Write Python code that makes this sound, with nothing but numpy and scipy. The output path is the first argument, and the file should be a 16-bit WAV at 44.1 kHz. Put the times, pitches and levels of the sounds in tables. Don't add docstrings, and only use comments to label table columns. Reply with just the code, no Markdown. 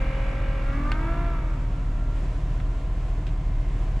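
import sys
import numpy as np
from scipy import signal
from scipy.fft import rfft, irfft
from scipy.io import wavfile

SR = 44100
rng = np.random.default_rng(int(sys.argv[2]) if len(sys.argv) > 2 else 0)


def file_out(sig):
    cols = np.atleast_2d(sig).T
    lim = np.clip(cols, -1, 1)
    pcm = np.round(lim * 32767).astype(np.int16)
    wavfile.write(sys.argv[1], SR, pcm)


N = 176400
T, HZ = np.arange(N) / SR, np.fft.rfftfreq(N, 1 / SR)

# time_s, pressure_ripple_db, shaft_buzz_db, oil_hiss_db
PUMP_EFFORT = [(0, -50.5, -58.5, -5.5), (.6, -51.5, -59, -6), (.68, -49, -63, -4.5),
               (.76, -46.5, -58.5, -2), (.95, -45, -59, 0), (1.2, -44, -57, -0.5), (1.36, -47, -59.5, -1.5),
               (1.45, -54, -61.5, -7), (1.7, -65, -67.5, -8.5), (2.5, -68, -73, -20), (4, -65, -72, -13.5)]
# time_s, gain_db
PUMP_TREBLE = [(0, 7.5), (.58, 6), (.7, 3.5), (.9, -3), (1.3, -1.5), (1.7, -3), (4, -3)]
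TREBLE_HZ = 1840


def amp(db):
    return np.exp(np.asarray(db) * np.log(10) / 20)


def unit(x):
    return x / np.sqrt(np.mean(x ** 2) + 1e-20)


def curve(table, column=1):
    columns = np.transpose(table)
    return np.interp(T, columns[0], columns[column])


def colour(table, hz):
    pitches, values = np.transpose(table)
    return np.interp(np.log(hz + 1), np.log(pitches + 1), values)


def wander(rate_hz):
    points = rng.standard_normal(1024)
    drift_hz = np.fft.rfftfreq(1024, T[-1] / 1024)
    smooth = irfft(rfft(points) / (1 + (drift_hz / rate_hz) ** 2))
    return np.interp(T, np.linspace(0, T[-1], 1024), unit(smooth))


def stereo(hz, mono_below_hz=453):
    # pitch_hz, likeness (0-1), left_minus_right_db
    sides = [(123, 1, 1), (300, 0.91, -0.7), (600, 0.83, -1), (1200, 0.8, -1.1), (2400, 0.6, -0.4),
             (4500, 0.54, .2), (9000, 0.63, 2)]
    sides = np.array(sides)
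    apart = hz ** 2 / (hz ** 2 + mono_below_hz ** 2)
    lean_db = apart * colour(sides[:, ::2], hz) / 2
    likeness = 1 - apart * (1 - colour(sides[:, :2], hz))
    return np.clip(likeness, 0, 1), amp([lean_db, -lean_db])


def noise(spectrum, extra_db=0):
    likeness, gains = stereo(HZ)
    mid, side = rfft(rng.standard_normal((2, N)))
    side = side * np.sqrt((1 - likeness) / (1 + likeness))
    left_right = np.array([mid + side, mid - side]) * gains
    return irfft(left_right * amp(colour(spectrum, HZ) + extra_db), N) * np.sqrt(SR / 2)


def body_panels(hz):
    # pitch_hz, width_hz, gain_db
    resonances = [(244.7, 17.7, 21.5), (284.7, 15, 12), (318.6, 28, 6), (534.2, 38, 10), (682.5, 38, 9.5),
                  (810, 18, 6.5), (845, 57, -12), (918, 81, 9.5), (1190, 47, 8), (1270, 35, -2.5),
                  (1331.5, 31, 6.5), (1376, 20, 14), (1404, 41, -9), (1585, 85, 7.5), (1697, 43, 1.5),
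                  (1943, 24, 5.5), (2030, 74, -6.5), (2100, 30, 11.5), (2260, 100, 8.5), (2460, 25, 6),
                  (2488, 92, -21), (3100, 260, -31)]
    return sum(db / (1 + (2 * (hz - centre) / width) ** 2) for centre, width, db in resonances)


def pump_whine(speed_hz, shaft_angle, lobes=6):
    # pitch_hz, gain_db
    whine_shape = [(150, 3), (240, -2), (400, -3), (800, -8.5), (1200, -4), (1800, -9.5), (2400, -9.5),
                   (3000, -12), (4000, -11)]
    # shaft_multiple (rounded below), loaded_gain_db, eased_gain_db
    standouts = [(5, -2, 1), (6, -0.5, 1.5), (7, 4.5, 4.5), (11, 6, -8.5), (12, 5.5, 2), (13, 10.5, 4),
                 (17, 9, 8.5), (18, 4, -0.5), (21, 1.5, 5), (23, 6.5, 3.5), (24, -2, 4.5), (25, 5, 7),
                 (26, 1, 6.5), (27, -10, -4), (29, 5.5, 2), (30, -3, 1), (31, -16, 3), (32, -10, 5.5),
                 (35, 3.5, 5), (36, -3, 2.5), (38, -5, -2), (41, -5, -5), (42, 1, 0.5), (47, 2, 4),
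                 (48, 0.5, -2.5), (51, 2, -10), (52, 5, -2), (53, 9, -9), (54, 7, -10), (60, -2.5, -19),
                 (65.4, 15, -4)]
    # shaft_multiple, level_db
    motor_hum = [(5, -51.5), (6, -56.5), (11, -56.5), (12, -64), (13, -59.5), (17, -63), (18, -63),
                 (19, -66)]
    ease_at_s, ease_length_s = 0.72, 0.029
    eased = np.clip(.5 + (T - ease_at_s) / ease_length_s, 0, 1)
    ripple_db, buzz_db = curve(PUMP_EFFORT, column=1), curve(PUMP_EFFORT, column=2)
    treble_db = curve(PUMP_TREBLE)
    grid_hz = np.arange(SR // 8)
    body_db = colour(whine_shape, grid_hz) + body_panels(grid_hz)
    standout_db = {round(k): loaded + (light - loaded) * eased for k, loaded, light in standouts}
    hum = {round(k): amp(db) for k, db in motor_hum}
    out = np.zeros((2, N))
    for k in range(4, 66):
        hz = k * speed_hz
        flutter_db = (1.5 + 2 * eased) * wander(7.5)
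        db = buzz_db + flutter_db if k % lobes else ripple_db + flutter_db / 2
        db += standout_db.get(k, 0) + np.interp(hz, grid_hz, body_db)
        db += treble_db / (1 + (TREBLE_HZ / hz) ** 4)
        strength = np.sqrt(2 * (amp(db) ** 2 + hum.get(k, 0) ** 2))
        wobble = 0.27 * eased * np.sqrt(hz / 1000) * wander(14)
        phase = k * shaft_angle + wobble + 2 * np.pi * rng.random()
        likeness, gains = stereo(hz.mean())
        spread = np.arccos(likeness) / 2 * wander(1.1)
        out += gains[:, None] * strength * np.sin([phase + spread, phase - spread])
    return out


def oil_hiss(shaft_angle, pulsing=0.31, panel_share=0.21):
    # pitch_hz, level_db (per Hz)
    hiss_shape = [(100, -66), (260, -70.5), (520, -81), (800, -85), (1150, -73.5), (1800, -80.5),
                  (2350, -80.5), (3200, -86), (4500, -100), (8000, -114), (11000, -122), (14000, -130)]
    hiss = noise(hiss_shape, panel_share * body_panels(HZ)) * amp(curve(PUMP_EFFORT, column=3))
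    hiss *= 1 + pulsing * np.cos(shaft_angle)
    treble = signal.sosfiltfilt(signal.butter(2, TREBLE_HZ, "high", fs=SR, output="sos"), hiss)
    return hiss + treble * (amp(curve(PUMP_TREBLE)) - 1)


def valve_sizzle(shaft_angle, pulsing=0.6):
    # pitch_hz, level_db (per Hz)
    sizzle_shape = [(2000, -130), (4300, -102), (6000, -112), (9000, -118), (11200, -107), (12200, -116),
                    (13000, -114), (14000, -126)]
    # time_s, gain_db
    loudness = [(0, -4), (.45, -9), (.7, -4), (1.1, -2), (1.24, -1.5), (1.4, -5), (1.6, -22), (4, -32)]
    return noise(sizzle_shape) * amp(curve(loudness)) * (1 + pulsing * np.cos(shaft_angle))


def pump():
    # time_s, turns_per_s
    shaft_speed = [(0, 44.4), (.3, 45.2), (.58, 45.2), (.73, 46.1), (.85, 48.4), (.93, 50.8), (1.03, 53.8),
                   (1.1, 55.7), (1.2, 56.9), (1.29, 56.6), (1.4, 54.5), (1.52, 53), (1.8, 55.3),
                   (2.1, 54.8), (2.35, 56.6), (3, 57.9), (4, 58.8)]
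    speed_hz = curve(shaft_speed) * (1 + 0.00095 * wander(15.3))
    shaft_angle = 2 * np.pi * np.cumsum(speed_hz) / SR
    return pump_whine(speed_hz, shaft_angle) + oil_hiss(shaft_angle) + valve_sizzle(shaft_angle)


def engine(cylinders=8, waver_db=.5, pulsing=0.38):
    # time_s, firings_per_s
    idle = [(0, 38.5), (.3, 38.8), (.9, 38.1), (1.3, 39.5), (1.7, 38.4), (1.9, 37.3), (2.3, 39.1),
            (2.7, 39), (3.3, 38.7), (3.55, 37.3), (4, 38.2)]
    # cycle_multiple, level_db
    exhaust = [(7, -46), (8, -25.5), (9, -50), (11, -34), (13, -45), (16, -41), (19, -49), (21, -51),
               (22, -54), (24, -38.7), (27, -46), (29, -48.5), (30, -53), (32, -46), (35, -55)]
    # pitch_hz, level_db (per Hz)
    rumble_shape = [(10, -80), (24, -45), (38, -54), (62, -67), (90, -57), (115, -63.5), (155, -60),
                    (200, -69), (280, -76.5), (400, -87), (1000, -100), (4000, -125)]
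    firing_angle = 2 * np.pi * np.cumsum(curve(idle)) / SR
    tones = np.zeros(N)
    for k, db in exhaust:
        offset = 2 * np.pi * rng.random() * (k % cylinders > 0)
        tones += amp(db + waver_db * wander(1.5)) * np.cos(k * firing_angle / cylinders + offset)
    puffs = noise(rumble_shape) * (1 + pulsing * np.cos(firing_angle))
    return np.sqrt(2) * tones + puffs


def outdoor_air(swell_db=1):
    # pitch_hz, level_db (per Hz)
    air_shape = [(30, -90), (280, -70.5), (420, -76.5), (660, -76.5), (850, -82.5), (1020, -77.5),
                 (1250, -88.5), (1600, -86), (2700, -90.5), (4100, -98), (5200, -101), (7500, -102),
                 (8500, -108), (10500, -113), (14000, -128)]
    return noise(air_shape) * amp(swell_db * wander(3.0))


def roof_joints(attack_s=.0006, echo_db=-17, echo_fade_s=0.21):
    # start_s, level_db, fade_s (time to drop 60 dB), brightness_db_per_octave
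    slips = [(0.9177, -25.5, 0.021, -1.5), (2.6005, -41.5, 0.06, -5), (3.2665, -44, 0.07, 3),
             (3.2785, -53, .07, 4), (3.2895, -52, .06, 4)]
    # pitch_hz, gain_db
    crack_shape = [(100, -30), (300, -13), (900, 1), (1300, 4), (3000, 1.5), (4600, -9.5), (5300, -15.5),
                   (7500, -20), (9000, -28), (14000, -40)]
    # pitch_hz, gain_db, fade_s
    ring_tones = [(1230, -11, 0.024), (1540, -4.5, 0.061), (1830, -11, 0.081), (2805, -10, 0.026),
                  (3300, -19, 0.072), (4414, -11, 0.0076), (10360, -25.5, 0.017)]
    octaves = np.log2(np.maximum(HZ, 500) / 2500)
    out = np.zeros((2, N))
    for start_s, level_db, fade_s, brightness in slips:
        age = np.maximum(T - start_s, 0)
        direct = amp(-60 * age / fade_s)
        echo = amp(echo_db - 60 * age / echo_fade_s)
        crack = unit(noise(crack_shape, brightness * octaves)) * (direct + echo)
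        ring = sum(amp(db - 60 * age / ring_s) * np.sin(2 * np.pi * hz * age)
                   for hz, db, ring_s in ring_tones)
        out += amp(level_db) * np.minimum(age / attack_s, 1) * (crack + ring)
    return out


def scene():
    return pump() + roof_joints() + engine() + outdoor_air()


def record(dry, fade_s=.004, cutoff_hz=14200):
    fade = np.minimum(np.minimum(T, T[::-1]) / fade_s, 1)
    lowpass = signal.firwin(511, cutoff_hz, window=("kaiser", 9), fs=SR)
    return signal.oaconvolve(dry * fade, lowpass[None], "same")


dry = scene()
out = record(dry)
file_out(out)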